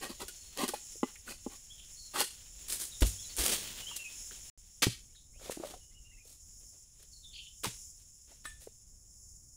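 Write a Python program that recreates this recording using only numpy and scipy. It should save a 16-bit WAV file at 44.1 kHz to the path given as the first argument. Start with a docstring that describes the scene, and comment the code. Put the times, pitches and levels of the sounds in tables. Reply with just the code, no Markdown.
"""Oil palm harvest, on one mono microphone close to the work. A pole sickle saws and knocks at a stalk
until it tears; at 3 s the bunch thuds to the ground and a frond crashes after it. After a moment of
silence at 4.5 s we are by the fallen bunches: a long chisel chops a stalk, boots tread through grass,
a second chop follows and the blade rings once. All the while insects drone around the microphone,
birds whistle further off, and the trees scatter a short, bright echo."""
import sys
import numpy as np
from scipy import signal
from scipy.fft import rfft, irfft
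from scipy.io import wavfile
from scipy.ndimage import uniform_filter1d

SR = 44100
rng = np.random.default_rng(int(sys.argv[2]) if len(sys.argv) > 2 else 0)


def wav_out(sig):
    """Save sig, one row per channel (or a flat mono array), as 16-bit PCM at SR to the path in sys.argv[1]."""
    wavfile.write(sys.argv[1], SR, np.round(np.clip(np.atleast_2d(sig).T, -1, 1) * 32767).astype(np.int16))


N = 421596

# Breaking fibre at close range: woody crack, hollow body, fine fizz. Each row: frequency in Hz, gain in dB.
CRACK_COLOUR = [(300, -18.5), (800, -6), (1600, 0), (2300, -0.5), (3500, -0.5), (5000, -4.5), (7000, -6.5),
                (10000, -22.5), (15000, -31.5)]
BODY_COLOUR = [(90, -21.5), (190, -8.5), (290, -3.5), (420, -2), (600, -5), (900, -10), (1500, -13),
               (3000, -33.5)]
FIZZ_COLOUR = [(2000, -24), (4000, -6), (6000, -4.5), (8500, 0.5), (10500, -1.5), (12000, -6.5),
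               (15500, -8)]
# Stalk, pole and sickle resounding at the cut. Each row: frequency in Hz, width in Hz, gain in dB.
STALK_RESONANCES = [(247, 40, 8.5), (365, 55, 4), (584, 33, 0.5), (824, 100, 8.5), (1160, 220, 12)]
SICKLE_RESONANCES = [(1470, 250, 7.2), (1892, 100, 2.8), (2500, 55, 2.6), (2960, 200, -1), (4200, 120, 6),
                     (4580, 110, 4.1)]
# Pulls of the sickle, up in the near palm. Each row: start and length in seconds, drive in dB,
# then the drive of body and of fizz in dB relative to it.
SICKLE_PULLS = [(.006, 0.045, -43, 0.5, -2), (.092, 0.01, -47, 3, -1.5), (0.193, 0.029, -45.5, 3, -.5),
                (.281, 0.0034, -50.5, -6, 7), (.56, 0.081, -39, 2, -2), (.678, 0.013, -42.5, 0, 5.5),
                (.737, 0.014, -45, -3.5, -0.5), (1.07, 0.017, -58.5, -12, 0.5), (1.25, 0.068, -48.5, -5, 0),
                (1.489, 0.052, -60, 0.5, 1), (2.132, 0.055, -40, 3, 0), (2.18, 0.036, -30.5, -7.5, -1)]


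def sawing(t60=0.11, steel_db=-3, wood_db=-6):
    """Each pull of the sickle makes the woody stalk and the steel hook resound."""
    pulls = [stroke(s, length, t60, *levels) for s, length, *levels in SICKLE_PULLS]
    crack, body, fizz = fibres(pulls, spread_db=3.0, spurt_db=1.5, scatter_db=-3.5)
    steel = resonate(colour(crack, CRACK_COLOUR), SICKLE_RESONANCES) * undb(steel_db)
    wood = resonate(colour(body, BODY_COLOUR), STALK_RESONANCES) * undb(wood_db)
    return steel + wood + colour(fizz, FIZZ_COLOUR)


# Modes of a woody frond base. Each row: frequency in Hz, gain in dB, t60 in seconds.
FROND_MODES = [(262, -1.5, .045), (358, -0.5, 0.042), (426, 1.5, 0.07), (583, -10.5, .03), (840, -4, 0.027),
               (1017, -3.5, 0.026), (1176, -8, 0.044), (2024, -4.5, 0.1), (2805, -24.5, 0.066)]
# Knocks in the near palm. Each row: start in seconds, peak in dB, lowest and highest excited pitch in Hz.
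SICKLE_KNOCKS = [(.099, -39, 150, 450), (0.633, -25.5, 151.4, 407), (0.736, -27, 520, 895),
                 (0.954, -47, 353, 606), (1.031, -18.5, 170, 1500), (1.464, -28.5, 151, 855),
                 (2.208, -23.5, 557, 1100)]


def knocks(rebound_s=0.003648, rebound=0.79, grit_db=-14):
    """The sickle meets a frond base and rebounds once; the contact decides which modes answer."""
    out, t = np.zeros(N), clock(.15)
    for s, db, low_hz, high_hz in SICKLE_KNOCKS:
        wood = ring(FROND_MODES, t) + rebound * ring(FROND_MODES, np.maximum(t - rebound_s, 0))
        grit = undb(grit_db) * rng.standard_normal(len(t)) * fade(t, 0.048)
        add(out, s, at_peak(bandpass(wood + grit, low_hz, high_hz, order=3), db))
    return out


def tearing():
    """Wet stalks and leaves give way with little ring."""
    strokes = crashes() + litter() + chops() + swishes() + graze()
    crack, body, fizz = fibres(strokes, spread_db=2.0, spurt_db=2.0, scatter_db=-17.5)
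    return colour(crack, CRACK_COLOUR) + colour(body, BODY_COLOUR) + colour(fizz, FIZZ_COLOUR)


# Fronds tearing down through the crown. Each row: start in seconds, length in seconds, level in dB.
FROND_CRASHES = [(2.679, 0.052, -49), (2.791, 0.033, -50), (3.006, .008, -47.5), (3.047, 0.033, -53.5),
                 (3.367, 0.055, -39.5), (3.436, .05, -38), (3.517, .019, -39), (3.961, 0.0095, -56)]


def crashes(t60_per_length=6.7, light_db=-50.5):
    """Strokes of falling fronds: long ones die slowly, light ones are leaf fizz, heavy ones woodier."""
    strokes = []
    for s, length, db in FROND_CRASHES:
        weight_db = db - light_db
        body_db, fizz_db = -8 + 0.38 * weight_db, 14 - 0.69 * weight_db
        strokes.append(stroke(s, length, t60_per_length * length, db, body_db, fizz_db))
    return strokes


# Single fibres snapping near the microphone, loud or faint. Each row: start in seconds, peak in dB.
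FIBRE_SNAPS = [(.282, -31), (.574, -25.5), (.68, -27), (1.156, -40), (1.277, -45), (1.303, -38),
               (2.205, -12.5), (2.686, -28), (2.724, -20.5), (3.367, -20.5), (3.463, -12.5), (3.547, -25),
               (3.966, -27.5), (7.029, -40), (7.638, -30.5)]


def snaps(t60=0.0074, crack_db=-11):
    """A stiff fibre breaks with a sharp, bright tick; more snap at random inside every crash."""
    out, t = np.zeros(N), clock(.02)
    for s, db in FIBRE_SNAPS + sprinkle(FROND_CRASHES, per_s=45, over_db=17.5, spread_db=2):
        split = rng.standard_normal((2, len(t))) * fade(t, t60)
        tick = colour(split[0], FIZZ_COLOUR) + undb(crack_db) * colour(split[1], CRACK_COLOUR)
        add(out, s, at_peak(tick, db))
    return out


# Bunch, then frond, landing close by. Each row: start in seconds, level in dB.
LANDINGS = [(3.02, -11.5), (3.39, -28.5)]
# The soft ground under them. Each row: frequency in Hz, gain in dB, t60 in seconds.
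GROUND_MODES = [(286, -1, 0.017), (54.4, -.5, 0.18), (125.7, -12.5, 0.12), (175, -16.5, .06),
                (95.1, -22.5, 0.49)]


def landings():
    """Blows that shake the ground as bunch and frond come down."""
    return [(s, db + mode_db, hz, t60) for s, db in LANDINGS for hz, mode_db, t60 in GROUND_MODES]


def litter(rise_s=.0013, hold_s=.004, t60=0.093, crush_db=-21, body_db=2.5, fizz_db=-2.0):
    """Each landing crushes the dry litter beneath it in one stroke."""
    return [(s, rise_s, hold_s, t60, db + crush_db, body_db, fizz_db) for s, db in LANDINGS]


# The chisel, close by at ground level. Each row: start in seconds, level in dB, t60 in seconds, body and
# fizz in relative dB, time to cut through in seconds, closing knock in dB, swing of the bunch in dB.
CHISEL_CHOPS = [(4.82, -25, .07, -12, -4.5, .048, -13.5, -21.5),
                (7.634, -38.5, 0.16, -5.5, -0.5, .033, -43, -33.5)]


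def chops(rise_s=0.0026, hold_s=0.019):
    """Strokes of the chisel through the stalk of a fallen bunch."""
    return [(s, rise_s, hold_s, t60, db, body_db, fizz_db)
            for s, db, t60, body_db, fizz_db, *_ in CHISEL_CHOPS]


# A fallen bunch swinging. Each row: frequency in Hz, gain in dB, t60 in seconds.
BUNCH_MODES = [(118, -0.5, .11), (180, -1, .06)]


def jolts(knock_hz=268, knock_t60=.022):
    """Blows that end each chop: the chisel knocks through and jolts the bunch."""
    knock = [(s + cut_s, db, knock_hz, knock_t60) for s, *_, cut_s, db, _ in CHISEL_CHOPS]
    swing = [(s + cut_s, db + mode_db, hz, t60)
             for s, *_, cut_s, _, db in CHISEL_CHOPS for hz, mode_db, t60 in BUNCH_MODES]
    return knock + swing


# Hollow rubber boots nearby. Each row: start in seconds, level in dB, pitch in Hz, t60 in seconds.
BOOT_CLOPS = [(5.497, -20, 504, 0.012), (5.572, -29.5, 314, 0.032), (5.599, -33.5, 333, .06),
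              (5.636, -28, 600, 0.027), (5.647, -35.5, 575, 0.063), (5.738, -39.5, 733, .043),
              (8.672, -36, 440, 0.026)]


def thuds(soil_db=-13):
    """Each blow on ground, bunch or boot is a heavy, damped swing, roughened by crumbling soil."""
    out = np.zeros(N)
    for s, db, hz, t60 in landings() + jolts() + BOOT_CLOPS:
        t = clock(2 * t60)
        soil = unit(bandpass(rng.standard_normal(len(t)), hz / 2, hz * 2))
        swing = np.sin(2 * np.pi * hz * t) + undb(soil_db) * soil
        contact = 1 - np.exp(-4 * hz * t)
        add(out, s, undb(db) * contact * fade(t, t60) * swing)
    return out


# The steel of the chisel. Each row: frequency in Hz, gain in dB, t60 in seconds.
BLADE_MODES = [(1250, 4.5, 0.072), (1540, 7, 0.059), (1765, 3.5, 0.25), (1810, 4, .17), (2475, -10, .23),
               (3496, -2.5, 0.25), (3820, 2, .07), (5330, -12, .25), (8086, 3.5, 0.19), (9830, 1, .13),
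               (10950, -5, .15)]
BLADE_S, BLADE_DB = 8.449, -47


def blade(contact_s=0.015):
    """The chisel grazes something hard; the chatter of the contact rings the steel."""
    out, t, tail = np.zeros(N), clock(contact_s), clock(.5)
    chatter = rng.standard_normal(len(t)) * signal.windows.hann(len(t))
    for hz, db, t60 in BLADE_MODES:
        clank = signal.fftconvolve(chatter, ring([(hz, 0, t60)], tail))
        add(out, BLADE_S, at_peak(clank, BLADE_DB + db))
    return out


def graze(lead_s=0.0089, hold_s=.006, t60=0.24, rub_db=-5, body_db=-17.0, fizz_db=-2):
    """The chisel rubs for an instant before it rings."""
    return [(BLADE_S - lead_s, lead_s, hold_s, t60, BLADE_DB + rub_db, body_db, fizz_db)]


# Grass by the microphone. Each row: start and length in seconds, level in dB, body and fizz in relative dB.
GRASS_SWISHES = [(5.383, .1, -55, 0, -0.5), (5.498, 0.025, -49, -9, 4), (5.554, 0.16, -55.5, 3, 1.5),
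                 (6.22, .11, -71.5, -1.5, 14.5), (6.599, 0.032, -74, 0, -2.5),
                 (6.721, 0.035, -74.5, 2.5, 0), (6.991, 0.011, -69.5, -4, 0.5),
                 (7.024, 0.0058, -69.5, -9, 6.5), (7.959, 0.058, -80.5, -8.5, 16.5),
                 (8.269, 0.054, -67, -1.5, -2), (8.595, .038, -66, -9, 11)]


def swishes(t60=0.2):
    """Strokes of boots and tool brushing through grass."""
    return [stroke(s, length, t60, *levels) for s, length, *levels in GRASS_SWISHES]


# Short, hollow contacts close by, including the bite of a sickle knock and the body of a chop.
# Each row: start in seconds, peak in dB, pitch in Hz.
HOLLOW_BUMPS = [(1.031, -35.5, 2950), (1.156, -46, 2200), (1.275, -39.5, 1390), (2.158, -29.5, 1200),
                (3.91, -44, 1060), (4.308, -44, 1650), (4.312, -52.5, 468), (5.149, -61.5, 1700),
                (5.355, -58.5, 527), (5.395, -58, 1450), (5.625, -46, 830), (5.76, -53, 516),
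                (6.248, -57, 427), (7.643, -31.5, 950), (8.314, -58, 727)]


def bumps(t60=0.055, rise_s=0.002, edge_ratio=1.19, nudge_hz=540, nudge_octaves=0.2):
    """Hollow contacts: a short rub through one broad resonance, with random nudges in every swish."""
    out, t = np.zeros(N), clock(.12)
    nudges = [(s, db, nudge_hz * 2 ** (nudge_octaves * rng.standard_normal()))
              for s, db in sprinkle(GRASS_SWISHES, per_s=33, over_db=1, spread_db=3.0)]
    for s, db, hz in HOLLOW_BUMPS + nudges:
        rub = rng.standard_normal(len(t)) * np.minimum(t / rise_s, 1) * fade(t, t60)
        add(out, s, at_peak(bandpass(rub, hz / edge_ratio, hz * edge_ratio), db))
    return out


# A songbird off among the trees. Each row: start in seconds, loudest note in dB, first pitch in Hz.
BIRD_SONGS = [(3.665, -48.5, 2960), (5.8, -63.5, 2900)]
CLEAR, SLURRED, HOARSE = .14, 0.29, .66  # flutter of the pitch, 0-1


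def song_notes(count=5, note_s=0.056, gap_s=.135, quicken=.76, fall_hz=425, swell_db=2.5):
    """Each note comes sooner and lower than the one before; the last but one is the loudest."""
    notes = []
    for s, db, first_hz in BIRD_SONGS:
        for k in range(count):
            hz = first_hz - fall_hz * (k / (count - 1)) ** 2
            notes.append((s, note_s, hz, hz, db - swell_db * abs(count - 2 - k), CLEAR))
            s += gap_s * quicken ** k
    return notes


# Short rising chirps from the trees. Each row: start in seconds, first pitch in Hz, level in dB.
BIRD_CHIRPS = [(1.695, 3100, -56.5), (3.181, 3200, -57), (3.863, 2950, -42.5), (5.907, 1950, -74.5),
               (6.111, 1950, -69), (6.164, 1950, -69)]
# Faint, longer upward sweeps. Each row: start in seconds, level in dB.
BIRD_SWEEPS = [(5.08, -78), (5.322, -69.5)]
# Down-slurred whistles, then hoarse calls. Each row: start and length in seconds, pitch in Hz, level in dB.
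BIRD_WHISTLES = [(.268, 0.4, 4480, -65.5), (1.944, 0.17, 4460, -59.5), (2.912, 0.056, 3930, -53.5),
                 (3.223, .057, 4140, -58), (3.283, .051, 4550, -52.5), (7.112, .083, 4590, -60.5),
                 (7.219, .11, 3700, -59.5)]
BIRD_RASPS = [(1.767, .079, 3270, -64), (5.14, 0.068, 3790, -66), (7.311, 0.12, 3095, -53),
              (7.32, 0.092, 4420, -58), (7.4, 0.094, 3150, -58)]


def birds(rasp_hz=380, waver_db=3.0):
    """Gliding whistles waver on their way through the leaves; a fast pitch flutter makes some hoarse."""
    chirps = [(s, .037, hz, hz * 1.15, db, CLEAR) for s, hz, db in BIRD_CHIRPS]
    sweeps = [(s, .1, 1900, 4100, db, SLURRED) for s, db in BIRD_SWEEPS]
    whistles = [(s, length, hz, hz * .915, db, SLURRED) for s, length, hz, db in BIRD_WHISTLES]
    rasps = [(s, length, hz, hz, db, HOARSE) for s, length, hz, db in BIRD_RASPS]
    out = np.zeros(N)
    for s, length, start_hz, end_hz, db, rasp in song_notes() + chirps + sweeps + whistles + rasps:
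        t = clock(length)
        glide = start_hz * (end_hz / start_hz) ** (t / length)
        hz = glide + rasp * rasp_hz * walk(1100, len(t))
        swell = undb(db + waver_db * (walk(106, len(t)) - .5)) * signal.windows.tukey(len(t), .5)
        add(out, s, swell * np.sqrt(2) * np.sin(2 * np.pi * np.cumsum(hz) / SR))
    return out


# The insect chorus all round the microphone. Each row: frequency in Hz, gain in dB.
INSECT_COLOUR = [(3800, -44), (4650, -23), (5050, -10), (5450, -1.5), (5950, -9.5), (6400, -1), (7100, 2),
                 (7550, -3.5), (8100, -12), (9600, -10), (10400, -4.5), (11400, -38), (13500, -15.5),
                 (15200, -21)]
# It swells under the palm and is fainter by the fallen bunches. Each row: time in seconds, level in dB.
INSECT_LEVELS = [(0, -54.5), (1, -56.5), (2, -56), (3.7, -48), (4.5, -47.5), (4.58, -57), (5, -59),
                 (6.8, -60.5), (8.1, -57.8), (9, -59)]


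def insects(flutter_db=1.0, swell_db=2.0):
    """Countless overlapping insect clicks merge into a few shrill, fluttering bands."""
    chorus = colour(grains(N, rate=20000, spread_db=1.5), INSECT_COLOUR)
    return chorus * undb(flutter_db * walk(70, N) + swell_db * walk(6.3, N)) * curve(INSECT_LEVELS)


# Leaves rustling overhead. Each row: frequency in Hz, gain in dB.
LEAF_COLOUR = [(200, -0.5), (500, -4), (1200, -8.5), (2200, -2.5), (3200, 2.5), (4500, -2), (9000, -4),
               (12000, -13), (15500, -5)]
# Their background stir in the breeze. Each row: time in seconds, level in dB.
BREEZE_LEVELS = [(0, -60.5), (2.1, -63.5), (4.5, -58), (4.58, -79), (8.7, -76.5), (9.1, -89.5)]
# Shakes of the near crown. Each row: time of the peak in seconds, level in dB.
CROWN_SHAKES = [(0, -54.5), (2.3, -57), (2.68, -54.5), (3.15, -52), (3.5, -39.5), (4.28, -61)]


def foliage(flicker_db=2.5, rise_s=0.13, settle_t60=1.8):
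    """Leaflets brush each other in the breeze and at every shake, most while the fallen frond settles."""
    t = np.arange(N) / SR
    shakes = [undb(db) * np.clip(1 + (t - s) / rise_s, 0, 1) * fade(t - s, settle_t60)
              for s, db in CROWN_SHAKES]
    motion = np.linalg.norm([curve(BREEZE_LEVELS)] + shakes, axis=0)
    contacts = grains(N, rate=7000, spread_db=3.0) * undb(flicker_db * walk(35, N))
    return colour(contacts, LEAF_COLOUR) * motion


# Open air in the plantation. Each row: frequency in Hz, gain in dB.
RUMBLE_COLOUR = [(18, -5.5), (32, 1.5), (55, -2.5), (90, -9), (150, -16.5), (300, -28.5), (600, -36),
                 (1500, -46), (4000, -52.5), (9000, -61)]


def air(level_db=-60, gust_db=1.5):
    """Low outdoor rumble, wavering a little."""
    rumble = colour(rng.standard_normal(N), RUMBLE_COLOUR, size=8192)
    return rumble * undb(level_db + gust_db * walk(12, N))


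# What the surrounding trees send back to the microphone. Each row: frequency in Hz, gain in dB.
ECHO_COLOUR = [(100, -23.5), (600, -19.5), (1500, -8), (3000, 2.5), (6000, 1.5), (10000, 3.5), (15000, -5)]


def trees(x, t60=0.34, build_s=0.014, paths=5):
    """Trunks and fronds scatter a bright echo; moving leaves shift its paths, so it does not ring."""
    echo, t = np.zeros(N), clock(1)
    for _ in range(paths):
        tail = colour(rng.standard_normal(len(t)), ECHO_COLOUR) * (1 - np.exp(-t / build_s)) * fade(t, t60)
        path = signal.fftconvolve(x, tail / np.linalg.norm(tail))[:N]
        echo += path * np.cos(np.pi * walk(25, N))
    return echo * np.sqrt(2 / paths)


def fibres(strokes, spread_db, spurt_db, scatter_db, scatter_t60=.025):
    """Fibres part in uneven spurts; returns the drive of the crack, the hollow body and the fine fizz."""
    crack, body, fizz = np.zeros((3, N))
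    lag = clock(.03)
    for s, rise, hold, t60, db, body_db, fizz_db in strokes:
        t = clock(rise + hold + t60)
        fractures = grains(len(t), rate=12000, spread_db=spread_db)
        spurts = unit(fractures * undb(spurt_db * walk(300, len(t))))
        burst = spurts * np.minimum(t / rise, 1) * fade(t - rise - hold, t60) * undb(db)
        # each spot on the plant has its own fine resonances, so no two strokes share a colour
        spot = rng.standard_normal(len(lag)) * fade(lag, scatter_t60)
        rung = signal.fftconvolve(burst, spot / np.linalg.norm(spot))[:len(t)]
        woody = (burst + undb(scatter_db) * rung) / np.hypot(1, undb(scatter_db))
        add(crack, s, woody)
        add(body, s, woody * undb(body_db))
        add(fizz, s, burst * undb(fizz_db) * rng.choice([-1, 1], len(t)))
    return crack, body, fizz


def stroke(s, length, t60, db, body_db, fizz_db, swell_s=0.049):
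    """Split a stroke into rise and hold: one longer than swell_s is mostly rise."""
    rise = length ** 2 / (length + swell_s)
    return s, rise, length - rise, t60, db, body_db, fizz_db


def sprinkle(events, per_s, over_db, spread_db):
    """Brief contacts at random moments of each (s, length, dB) event; gives (s, peak dB) rows."""
    return [(s + length * rng.random(), db + over_db + spread_db * rng.standard_normal())
            for s, length, db, *_ in events for _ in range(int(np.ceil(per_s * length)))]


def grains(count, rate, spread_db):
    """Random tiny clicks, many small and a few large; rms 1."""
    size = undb(spread_db * np.minimum(rng.exponential(size=count), 2 * np.pi))
    sign = rng.choice([-1, 1], count)
    return unit(size * sign * (rng.random(count) < rate / SR) + 1e-9)


def walk(rate, count):
    """Smooth random wander, spread near 1."""
    k = max(int(SR / rate), 1)
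    steps = np.repeat(rng.standard_normal(count // k + 1), k)
    return np.sqrt(2) * uniform_filter1d(uniform_filter1d(steps, k), k)[:count]


def ring(modes, t):
    """Decaying modes after one blow."""
    return sum(undb(db) * np.sin(2 * np.pi * hz * t) * fade(t, t60) for hz, db, t60 in modes)


def resonate(x, peaks):
    """Lift narrow (Hz, width Hz, dB) resonances out of x."""
    return x + sum(undb(db) * signal.lfilter(*signal.iirpeak(hz, hz / width, fs=SR), x)
                   for hz, width, db in peaks)


def colour(x, points, size=2048):
    """Filter x with a causal, unit-energy response of the given (Hz, dB) colour."""
    hz, db = np.transpose(points)
    bins = np.maximum(np.arange(size // 2 + 1) * SR / size, 1)
    cepstrum = irfft(np.log(undb(np.interp(np.log(bins), np.log(hz), db))))
    cepstrum[1:size // 2] *= 2  # fold to minimum phase
    cepstrum[size // 2 + 1:] = 0
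    response = irfft(np.exp(rfft(cepstrum)))
    return signal.fftconvolve(x, response / np.linalg.norm(response))[:len(x)]


def bandpass(x, low_hz, high_hz, order=2):
    """Keep one band of x."""
    return signal.sosfilt(signal.butter(order, [low_hz, high_hz], "band", fs=SR, output="sos"), x)


def undb(db):
    """Decibels to gain."""
    return 10 ** (np.asarray(db) / 20)


def unit(x):
    """Scale to rms 1."""
    return x / np.sqrt(np.mean(x ** 2))


def at_peak(x, db):
    """Scale to a peak in dB."""
    return x / np.abs(x).max() * undb(db)


def curve(rows):
    """Gain over time from (s, dB) rows."""
    return undb(np.interp(np.arange(N) / SR, *np.transpose(rows)))


def clock(length):
    """Sample times of a short sound."""
    return np.arange(int(length * SR) + 1) / SR


def fade(t, t60):
    """Exponential decay, 60 dB in t60."""
    return np.exp(-np.log(1000) * np.maximum(t, 0) / t60)


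def add(track, s, sound):
    """Mix a sound into the track at time s."""
    start = max(int(s * SR), 0)
    track[start:start + len(sound)] += sound[:max(N - start, 0)]


def scene():
    """At the microphone: work close by, birds further off among the trees, insects all round."""
    work = sawing() + tearing() + snaps() + knocks() + thuds() + bumps() + blade()
    song = birds()
    echo = trees(undb(-11.5) * work + undb(-5.5) * song)
    mono = work + undb(0.6) * song + echo + insects() + foliage() + air()
    return np.array([mono, mono])


def record(dry):
    """The sound drops out for a moment between palm and fallen bunches; the top is cut steeply."""
    silent_from_s, silent_to_s, top_hz = 4.499, 4.576, 15600
    t = np.arange(N) / SR
    live = (t < silent_from_s) | (t > silent_to_s)
    return signal.sosfilt(signal.ellip(10, .2, 80, top_hz, fs=SR, output="sos"), dry * live)


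dry = scene()
out = record(dry)
wav_out(out)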